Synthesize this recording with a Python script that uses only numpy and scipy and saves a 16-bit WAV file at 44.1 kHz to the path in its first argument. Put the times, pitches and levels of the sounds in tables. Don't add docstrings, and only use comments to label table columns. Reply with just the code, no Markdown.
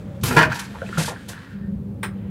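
import sys
import numpy as np
from scipy import signal
from scipy.fft import rfft, irfft
from scipy.io import wavfile
from scipy.ndimage import uniform_filter1d

SR = 44100
rng = np.random.default_rng(int(sys.argv[2]) if len(sys.argv) > 2 else 0)


def dump(signal):
    limited = np.clip(np.atleast_2d(signal).T, -1, 1)
    pcm = np.round(limited * 32767).astype(np.int16)
    wavfile.write(sys.argv[1], SR, pcm)


N = 101429

# frequency in Hz, density in dB per Hz.
RUMBLE_COLOUR = [(18, -60), (30, -31.5), (65, -8.5), (113, -4), (146, -8.5), (198, -1.5), (238, -14.5),
                 (300, -27.5), (390, -55), (660, -120)]
# time in seconds, level in dB.
RUMBLE_SWELL = [(0, -2), (.2, -2), (.6, -2.5), (1.0, -1), (1.45, -7), (1.7, 0.8), (2.0, 1.5), (2.3, 1.5)]
RUMBLE_DB, RUMBLE_FLICKER_DB = -32.5, 1.5
# time in seconds, level in dB.
HUM_LEVEL = [(0, -50), (.78, -55), (.85, -34), (.93, -41), (1.0, -47), (1.45, -58), (1.56, -33),
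             (1.64, -38), (1.7, -29.5), (1.77, -42.5), (1.82, -31), (1.92, -36), (1.98, -55), (2.05, -36.5),
             (2.15, -36.5), (2.22, -40), (2.3, -33)]
HUM_HZ, HUM_OCTAVE_DB, HUM_FLICKER_DB = 198.7, -18.5, 1.5
# frequency in Hz, width in Hz, level in dB.
VENT_MODES = [(372, 15, -3), (556, 13, 5), (783, 12, -10), (3355, 89, -34), (6000, 49, -34)]
# frequency in Hz, density in dB per Hz.
VENT_BROAD = [(350, -31.5), (600, 7.5), (687, -21), (761, 0.5), (872, -17), (999, -7.5), (1740, -8.5),
              (9000, -53), (11700, -69), (19800, -120)]
# time in seconds, level in dB.
VENT_LEVEL = [(0, -52.5), (.2, -52.5), (.3, -83.5)]
VENT_RING_DB = 3.5
# frequency in Hz, density in dB per Hz.
DRONE_COLOUR = [(200, -17), (250, 0.4), (330, -5), (450, -9.5), (540, -12), (680, -19), (800, -17),
                (1200, -27), (1800, -53)]
# frequency in Hz, width in Hz, level in dB.
DRONE_LINES = [(484.3, 14, -1), (547.6, 8.4, .1)]
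# time in seconds, level in dB.
DRONE_LEVEL = [(0, -46), (1.3, -47.5), (1.5, -51.5), (1.7, -48), (2.3, -44)]
DRONE_LINES_DB = -9.5

# start in seconds, level in dB before band-passing, attack in seconds, hold in seconds,
# sag in dB over the hold, release t60 in seconds, low edge in Hz, high edge in Hz.
PUFFS = [(0.209, -45, 0.0042, 0.015, -3, 0.051, 2480, 7560),
         (0.23, -22.5, 0.0075, 0.12, -15, 0.17, 302, 18100),
         (0.232, -24, 0.0051, 0.017, -6, 0.1, 9000, 15060),
         (0.361, -27.5, 0.0043, .07, -24, .18, 1000, 14000), (0.52, -33, .001, .02, -7.5, 0.29, 3480, 7300),
         (0.541, -32, 0.005, 0.023, -8, 0.18, 2010, 15000),
         (0.587, -27.5, 0.0083, 0.025, -15.5, 0.16, 1000, 12100),
         (0.553, -34, .002, .012, -5, .1, 2000, 8000), (0.635, -45, .006, .02, -6, 0.1, 1500, 9000),
         (0.97, -24.5, .014, 0.11, -8.5, 0.13, 2160, 11200),
         (1.279, -34, 0.0098, 0.024, -6, 0.16, 3000, 14000)]
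# frequency in Hz, density in dB per Hz.
AIR_COLOUR = [(180, -46), (300, -4), (418, 2.5), (584, -15), (1030, -6), (1360, -10.5), (2520, -10),
              (6620, -13.5), (11700, -15.5), (16000, -26.5)]
AIR_FLICKER_DB = 1.5
# time in seconds, pitch in Hz, level in dB.
WHISTLE = [(.4, 15780, -100), (.47, 15460, -66), (.55, 14200, -64), (.62, 12900, -78), (.72, 11800, -68),
           (.8, 11100, -71), (.9, 10400, -71), (1.1, 9500, -69), (1.28, 8700, -72), (1.4, 8300, -100)]
WHISTLE_FLUTTER_PER_S = 250

# time in seconds, throat level in dB, deep pipe level in dB.
SUCTION = [(0.26, -33, -30), (0.274, -38, -35), (0.304, -36, -36.5), (0.312, -24, -25), (0.36, -34.5, -27),
           (0.37, -10, -18.5), (0.392, -11.5, -16.5), (0.442, -17, -28.5), (0.486, -39.5, -30),
           (0.51, -28.5, -55), (0.52, -24.5, -45), (0.546, -35, -41.5), (0.556, -30.5, -47),
           (0.582, -38, -52), (0.598, -33, -57), (0.686, -52, -56), (0.72, -60, -32)]
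# frequency in Hz, width in Hz, level in dB.
DRAIN_MODES = [(463, 23, -5.5), (832, 35, -1.8), (918, 40, -3), (958, 40, 2.2), (1383, 18, 0),
               (1533, 57, 0.5), (1669, 50, -2), (1750, 30, -2), (2455, 51, -7), (2884, 60, -15),
               (4570, 40, -14.5)]
# frequency in Hz, density in dB per Hz.
DRAIN_BROAD = [(150, -16.5), (300, -2.5), (470, -7), (560, -6.5), (720, -11), (930, -2.5), (1150, -4.5),
               (1600, -0.4), (1800, -2), (2050, -9.5), (2500, -6.5), (3500, -19.5), (6000, -26),
               (10000, -62)]
DRAIN_RING_DB, DRAIN_GRAINS_PER_S, DRAIN_GRIT_DB = -1.9, 900, 2.5
DEEP_HZ = 700
# start in seconds, level in dB, starting pitch in Hz, t60 in seconds.
THUMPS = [(.232, -19.5, 140.5, 0.27), (.285, -18.5, 255, 0.14), (.366, -11.5, 159.2, 0.27),
          (0.976, -11, 163.5, 0.17)]
SHAKE_S, SHAKE_DB, SHAKE_HOLD_S, SHAKE_T60_S, SHAKE_LOW_HZ, SHAKE_HIGH_HZ = 0.21, -28, .25, 0.23, 49.9, 170
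BOWL_S, BOWL_HZ, BOWL_DB = .375, 630.6, -22.5
BOWL_ATTACK_S, BOWL_HOLD_S, BOWL_SAG_DB, BOWL_T60_S = .02, 0.095, -7.5, 0.1

# time in seconds, level in dB.
RINSE_LEVEL = [(.62, -46), (.7, -48.5), (.9, -47.5), (.97, -35.5), (1.0, -26.5), (1.05, -44), (1.09, -36.5),
               (1.14, -44.5), (1.27, -54), (1.31, -41.5), (1.5, -49.5), (1.56, -51), (1.68, -61),
               (1.75, -72)]
# frequency in Hz, density in dB per Hz.
RINSE_COLOUR = [(290, -54), (500, -17), (668, -20), (794, -17), (1080, -9.5), (1600, -5), (2140, -15.5),
                (5000, -23.5), (6500, -57), (11000, -120)]
# frequency in Hz, width in Hz, level in dB.
RINSE_MODES = [(1510, 74, -6), (1640, 64, .1), (1747, 80, -1.5)]
RINSE_RING_DB, RINSE_GRAINS_PER_S, RINSE_GRIT_DB = -3, 700, 2.2
# frequency in Hz, density in dB per Hz.
SPRAY_COLOUR = [(1290, -33), (2200, 0), (3280, -1.5), (5220, -9.5), (7970, -10.5), (10300, -17),
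                (11600, -18), (16000, -30)]
# time in seconds, level in dB.
SPRAY_LEVEL = [(.45, -64), (.6, -51), (.75, -53), (.96, -47.5), (1.15, -53), (1.27, -53.5), (1.4, -58.5),
               (1.54, -62), (1.57, -75), (1.7, -75.5)]
# start in seconds, level in dB, starting pitch in Hz, t60 in seconds.
PLOPS = [(0.311, -14.5, 1347, 0.027), (0.37, -3, 963, 0.03), (0.518, -14.5, 1520, 0.03),
         (0.523, -19, 1580, 0.024), (0.75, -31, 922, 0.065), (0.818, -17, 1460, 0.018),
         (0.864, -30, 2540, 0.03), (0.891, -44, 1370, 0.03), (0.928, -17, 1360, 0.019),
         (0.974, -12.5, 1343, 0.024), (1.046, -20, 1540, 0.023), (1.081, -18, 916, 0.025),
         (1.161, -25, 1600, 0.022)]
# start in seconds, level in dB, starting pitch in Hz, t60 in seconds.
LOW_PLOPS = [(0.819, -20, 535, 0.042), (0.827, -26, 627, 0.05), (0.894, -27.5, 371, 0.048),
             (1.085, -20.5, 460, 0.042)]
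PLOP_GLIDE, PLOP_ATTACK_S = 0.074, .0007
# start in seconds, level in dB, hold in seconds,
# release t60 in seconds, low edge in Hz, high edge in Hz.
SPLASHES = [(0.739, -39.5, 0.028, 0.11, 397, 1510), (0.82, -36, 0.016, 0.17, 395, 820),
            (.889, -30.5, 0.0014, 0.026, 300, 1840), (0.977, -27.5, .03, 0.17, 241, 1080),
            (1.077, -32, .045, 0.082, 246, 1230), (1.282, -39.5, .015, .1, 297, 1200)]
SQUEAK_S, SQUEAK_DB, SQUEAK_HZ, SQUEAK_T60_S, SQUEAK_ATTACK_S, SQUEAK_GLIDE = 1.615, -45.5, 1770, .2, 0.014, 0.083

# frequency in Hz, density in dB per Hz.
SNAP_BROAD = [(180, -36), (300, -12.5), (678, -21), (856, -8.5), (1190, -8.5), (1580, -6.5), (1750, -7),
              (2400, -13), (2650, -20.5), (3400, -16), (4590, -33), (5080, -26.5), (6620, -37.5),
              (8500, -17), (12900, -40), (15000, -27), (16000, -36)]
# frequency in Hz, width in Hz, level in dB.
SNAP_MODES = [(390, 60, 8), (950, 150, -17), (1620, 120, 0.5), (2470, 150, -7), (3750, 200, -12)]
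SNAP_S, SNAP_DB, SNAP_HOLD_S, SNAP_T60_S, SNAP_RING_DB = 2.029, -27, .015, 0.13, -8.5
SNAP_TICK_DB, SNAP_TICK_T60_S = -1, 0.051
HOUSING_HZ, HOUSING_WIDTH_HZ, HOUSING_DB = 5154, 20, 15
AFTER_S, AFTER_DB, AFTER_LOW_HZ, AFTER_HIGH_HZ = 2.1, -59.5, 910, 3240

ROOM_T60_S, ROOM_TREBLE_T60_S, ROOM_SPLIT_HZ, ROOM_DB = 0.23, 0.14, 3300, -9
# frequency in Hz, density in dB per Hz.
MIC_HISS_COLOUR = [(710, -31), (1200, 5), (4220, -10.5), (5840, -16.5), (10900, -13.5), (16000, -13)]
MIC_HISS_DB, CEILING, TOP_HZ = -64.5, 1.1, 15800


def undb(db):
    return 10 ** (np.asarray(db) / 20)


def unit(x):
    return x / np.sqrt(np.mean(x ** 2))


def curve(table, axis=1):
    rows = np.array(table, float)
    return np.interp(np.arange(N) / SR, rows[:, 0], rows[:, axis])


def colour(x, spectrum):
    hz, db = np.array(spectrum, float).T
    f = np.maximum(np.arange(N // 2 + 1) * SR / N, 1)
    gain = undb(np.interp(np.log(f), np.log(hz), db, left=-90))
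    return unit(irfft(rfft(x) * gain, N))


def resonance(x, hz, width_hz):
    return signal.lfilter(*signal.iirpeak(hz, hz / width_hz, fs=SR), x)


def ring(x, peaks):
    return unit(sum(undb(db) * resonance(x, hz, width) for hz, width, db in peaks))


def resonate(x, hz, width_hz, db):
    return x + undb(db) * resonance(x, hz, width_hz)


def band(x, low_hz, high_hz):
    edges = [low_hz, min(high_hz, .45 * SR)]
    return signal.sosfilt(signal.butter(2, edges, "band", fs=SR, output="sos"), x)


def walk(rate):
    k = int(SR / rate)
    steps = np.repeat(rng.standard_normal(N // k + 1), k)
    return unit(uniform_filter1d(uniform_filter1d(steps, k), k)[:N])


def grit(per_s, spread_db):
    k = int(SR / per_s)
    levels = undb(spread_db * rng.exponential(size=N // k + 1))
    return rng.standard_normal(N) * np.repeat(levels, k)[:N]


def shape(start, attack, hold, sag_db, t60):
    t = np.arange(N) / SR - start
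    sag = sag_db * np.clip((t - attack) / hold, 0, 1)
    release = -60 * np.maximum(t - attack - hold, 0) / t60
    return np.clip(t / attack, 0, 1) ** 2 * undb(sag + release)


def blip(start, db, hz, t60, attack, glide):
    t = np.maximum(np.arange(N) / SR - start, 0)
    envelope = undb(db - 60 * t / t60) * -np.expm1(-t / attack)
    return envelope * np.sin(2 * np.pi * hz * t * (1 + glide * np.minimum(t / t60, 1)))


def carriage():
    rumble = colour(rng.standard_normal(N) * undb(RUMBLE_FLICKER_DB * walk(9.02)), RUMBLE_COLOUR)
    rumble = rumble * undb(RUMBLE_DB + curve(RUMBLE_SWELL))

    phase = 2 * np.pi * np.cumsum(HUM_HZ * (1 + 0.0061 * walk(20))) / SR
    hum_level = np.sqrt(2) * undb(curve(HUM_LEVEL) + HUM_FLICKER_DB * walk(14))
    hum = hum_level * (np.sin(phase) + undb(HUM_OCTAVE_DB) * np.sin(2 * phase))

    draught = rng.standard_normal(N)
    vent = colour(draught, VENT_BROAD) + undb(VENT_RING_DB) * ring(draught, VENT_MODES)
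    walls = rng.standard_normal(N)
    drone = colour(walls, DRONE_COLOUR) + undb(DRONE_LINES_DB) * ring(walls, DRONE_LINES)
    return rumble + hum + undb(curve(VENT_LEVEL)) * vent + undb(curve(DRONE_LEVEL)) * drone


def air():
    hiss = colour(rng.standard_normal(N), AIR_COLOUR) * undb(AIR_FLICKER_DB * walk(120))
    puffs = sum(undb(db) * shape(start, attack, hold, sag, t60) * band(hiss, low, high)
                for start, db, attack, hold, sag, t60, low, high in PUFFS)
    tone = np.sin(2 * np.pi * np.cumsum(curve(WHISTLE)) / SR) * walk(WHISTLE_FLUTTER_PER_S)
    return puffs + np.sqrt(2) * tone * undb(curve(WHISTLE, axis=2))


def drain():
    t = np.arange(N) / SR
    grains = grit(DRAIN_GRAINS_PER_S, DRAIN_GRIT_DB)
    rush = colour(grains, DRAIN_BROAD) + undb(DRAIN_RING_DB) * ring(grains, DRAIN_MODES)
    gate = np.clip(np.minimum(t - SUCTION[0][0], SUCTION[-1][0] - t) / 0.033, 0, 1)
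    throat = unit(band(rush, DEEP_HZ, SR)) * undb(curve(SUCTION)) * gate
    deep = unit(band(band(rush, 200, DEEP_HZ), 200, DEEP_HZ)) * undb(curve(SUCTION, axis=2)) * gate

    bowl_shape = shape(BOWL_S, BOWL_ATTACK_S, BOWL_HOLD_S, BOWL_SAG_DB, BOWL_T60_S)
    bowl = undb(BOWL_DB + 2.2 * walk(60)) * np.sin(2 * np.pi * BOWL_HZ * t) * bowl_shape
    thumps = sum(blip(start, db, hz, t60, 0.004, -0.057) for start, db, hz, t60 in THUMPS)
    shake = unit(band(rng.standard_normal(N), SHAKE_LOW_HZ, SHAKE_HIGH_HZ))
    shake = shake * shape(SHAKE_S, 0.0182, SHAKE_HOLD_S, 0, SHAKE_T60_S)
    return throat + deep + bowl + thumps + undb(SHAKE_DB) * shake


def water():
    on = np.arange(N) / SR > RINSE_LEVEL[0][0]
    grains = grit(RINSE_GRAINS_PER_S, RINSE_GRIT_DB)
    trickle = unit(colour(grains, RINSE_COLOUR) + undb(RINSE_RING_DB) * ring(grains, RINSE_MODES))
    trickle = trickle * undb(curve(RINSE_LEVEL)) * on
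    spray = colour(rng.standard_normal(N), SPRAY_COLOUR) * undb(1.5 * walk(40)) * undb(curve(SPRAY_LEVEL))
    plops = sum(blip(*row, PLOP_ATTACK_S, PLOP_GLIDE) for row in list(PLOPS) + list(LOW_PLOPS))
    splashes = sum(undb(db) * shape(start, 0.0017, hold, -4, t60) * unit(band(grains, low, high))
                   for start, db, hold, t60, low, high in SPLASHES)
    squeak = blip(SQUEAK_S, SQUEAK_DB, SQUEAK_HZ, SQUEAK_T60_S, SQUEAK_ATTACK_S, SQUEAK_GLIDE)
    return trickle + spray + plops + splashes + squeak


def snap():
    rattle = grit(1500, 2.0)
    body = unit(colour(rattle, SNAP_BROAD) + undb(SNAP_RING_DB) * ring(rattle, SNAP_MODES))
    clap = shape(SNAP_S, 0.00088, SNAP_HOLD_S, -2.1, SNAP_T60_S)
    tick = shape(SNAP_S + 0.0021, 0.00079, 0.0012, 0, SNAP_TICK_T60_S)
    knock = undb(SNAP_DB) * body * (clap + undb(SNAP_TICK_DB) * tick)

    after = band(rng.standard_normal(N), AFTER_LOW_HZ, AFTER_HIGH_HZ)
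    after = unit(band(after, AFTER_LOW_HZ, AFTER_HIGH_HZ)) * shape(AFTER_S, 0.06, 1, 0, 1)
    return resonate(knock, HOUSING_HZ, HOUSING_WIDTH_HZ, HOUSING_DB) + undb(AFTER_DB) * after


def reverberate(near):
    t = np.arange(SR // 2) / SR
    noise = rng.standard_normal(len(t)) * np.clip(t / 0.0027, 0, 1)
    low = band(noise, 20, ROOM_SPLIT_HZ)
    tail = low * undb(-60 * t / ROOM_T60_S) + (noise - low) * undb(-60 * t / ROOM_TREBLE_T60_S)
    return signal.fftconvolve(near, tail / np.sqrt(np.sum(tail ** 2)))[:N]


def scene():
    near = air() + drain() + water() + snap()
    return (near + undb(ROOM_DB) * reverberate(near) + carriage())[None]


def record(dry):
    hiss = undb(MIC_HISS_DB) * colour(rng.standard_normal(N), MIC_HISS_COLOUR)
    rounded = CEILING * np.tanh((dry + hiss) / CEILING)
    return signal.sosfilt(signal.ellip(10, .2, 70, TOP_HZ, fs=SR, output="sos"), rounded)


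dry = scene()
out = record(dry)
dump(out)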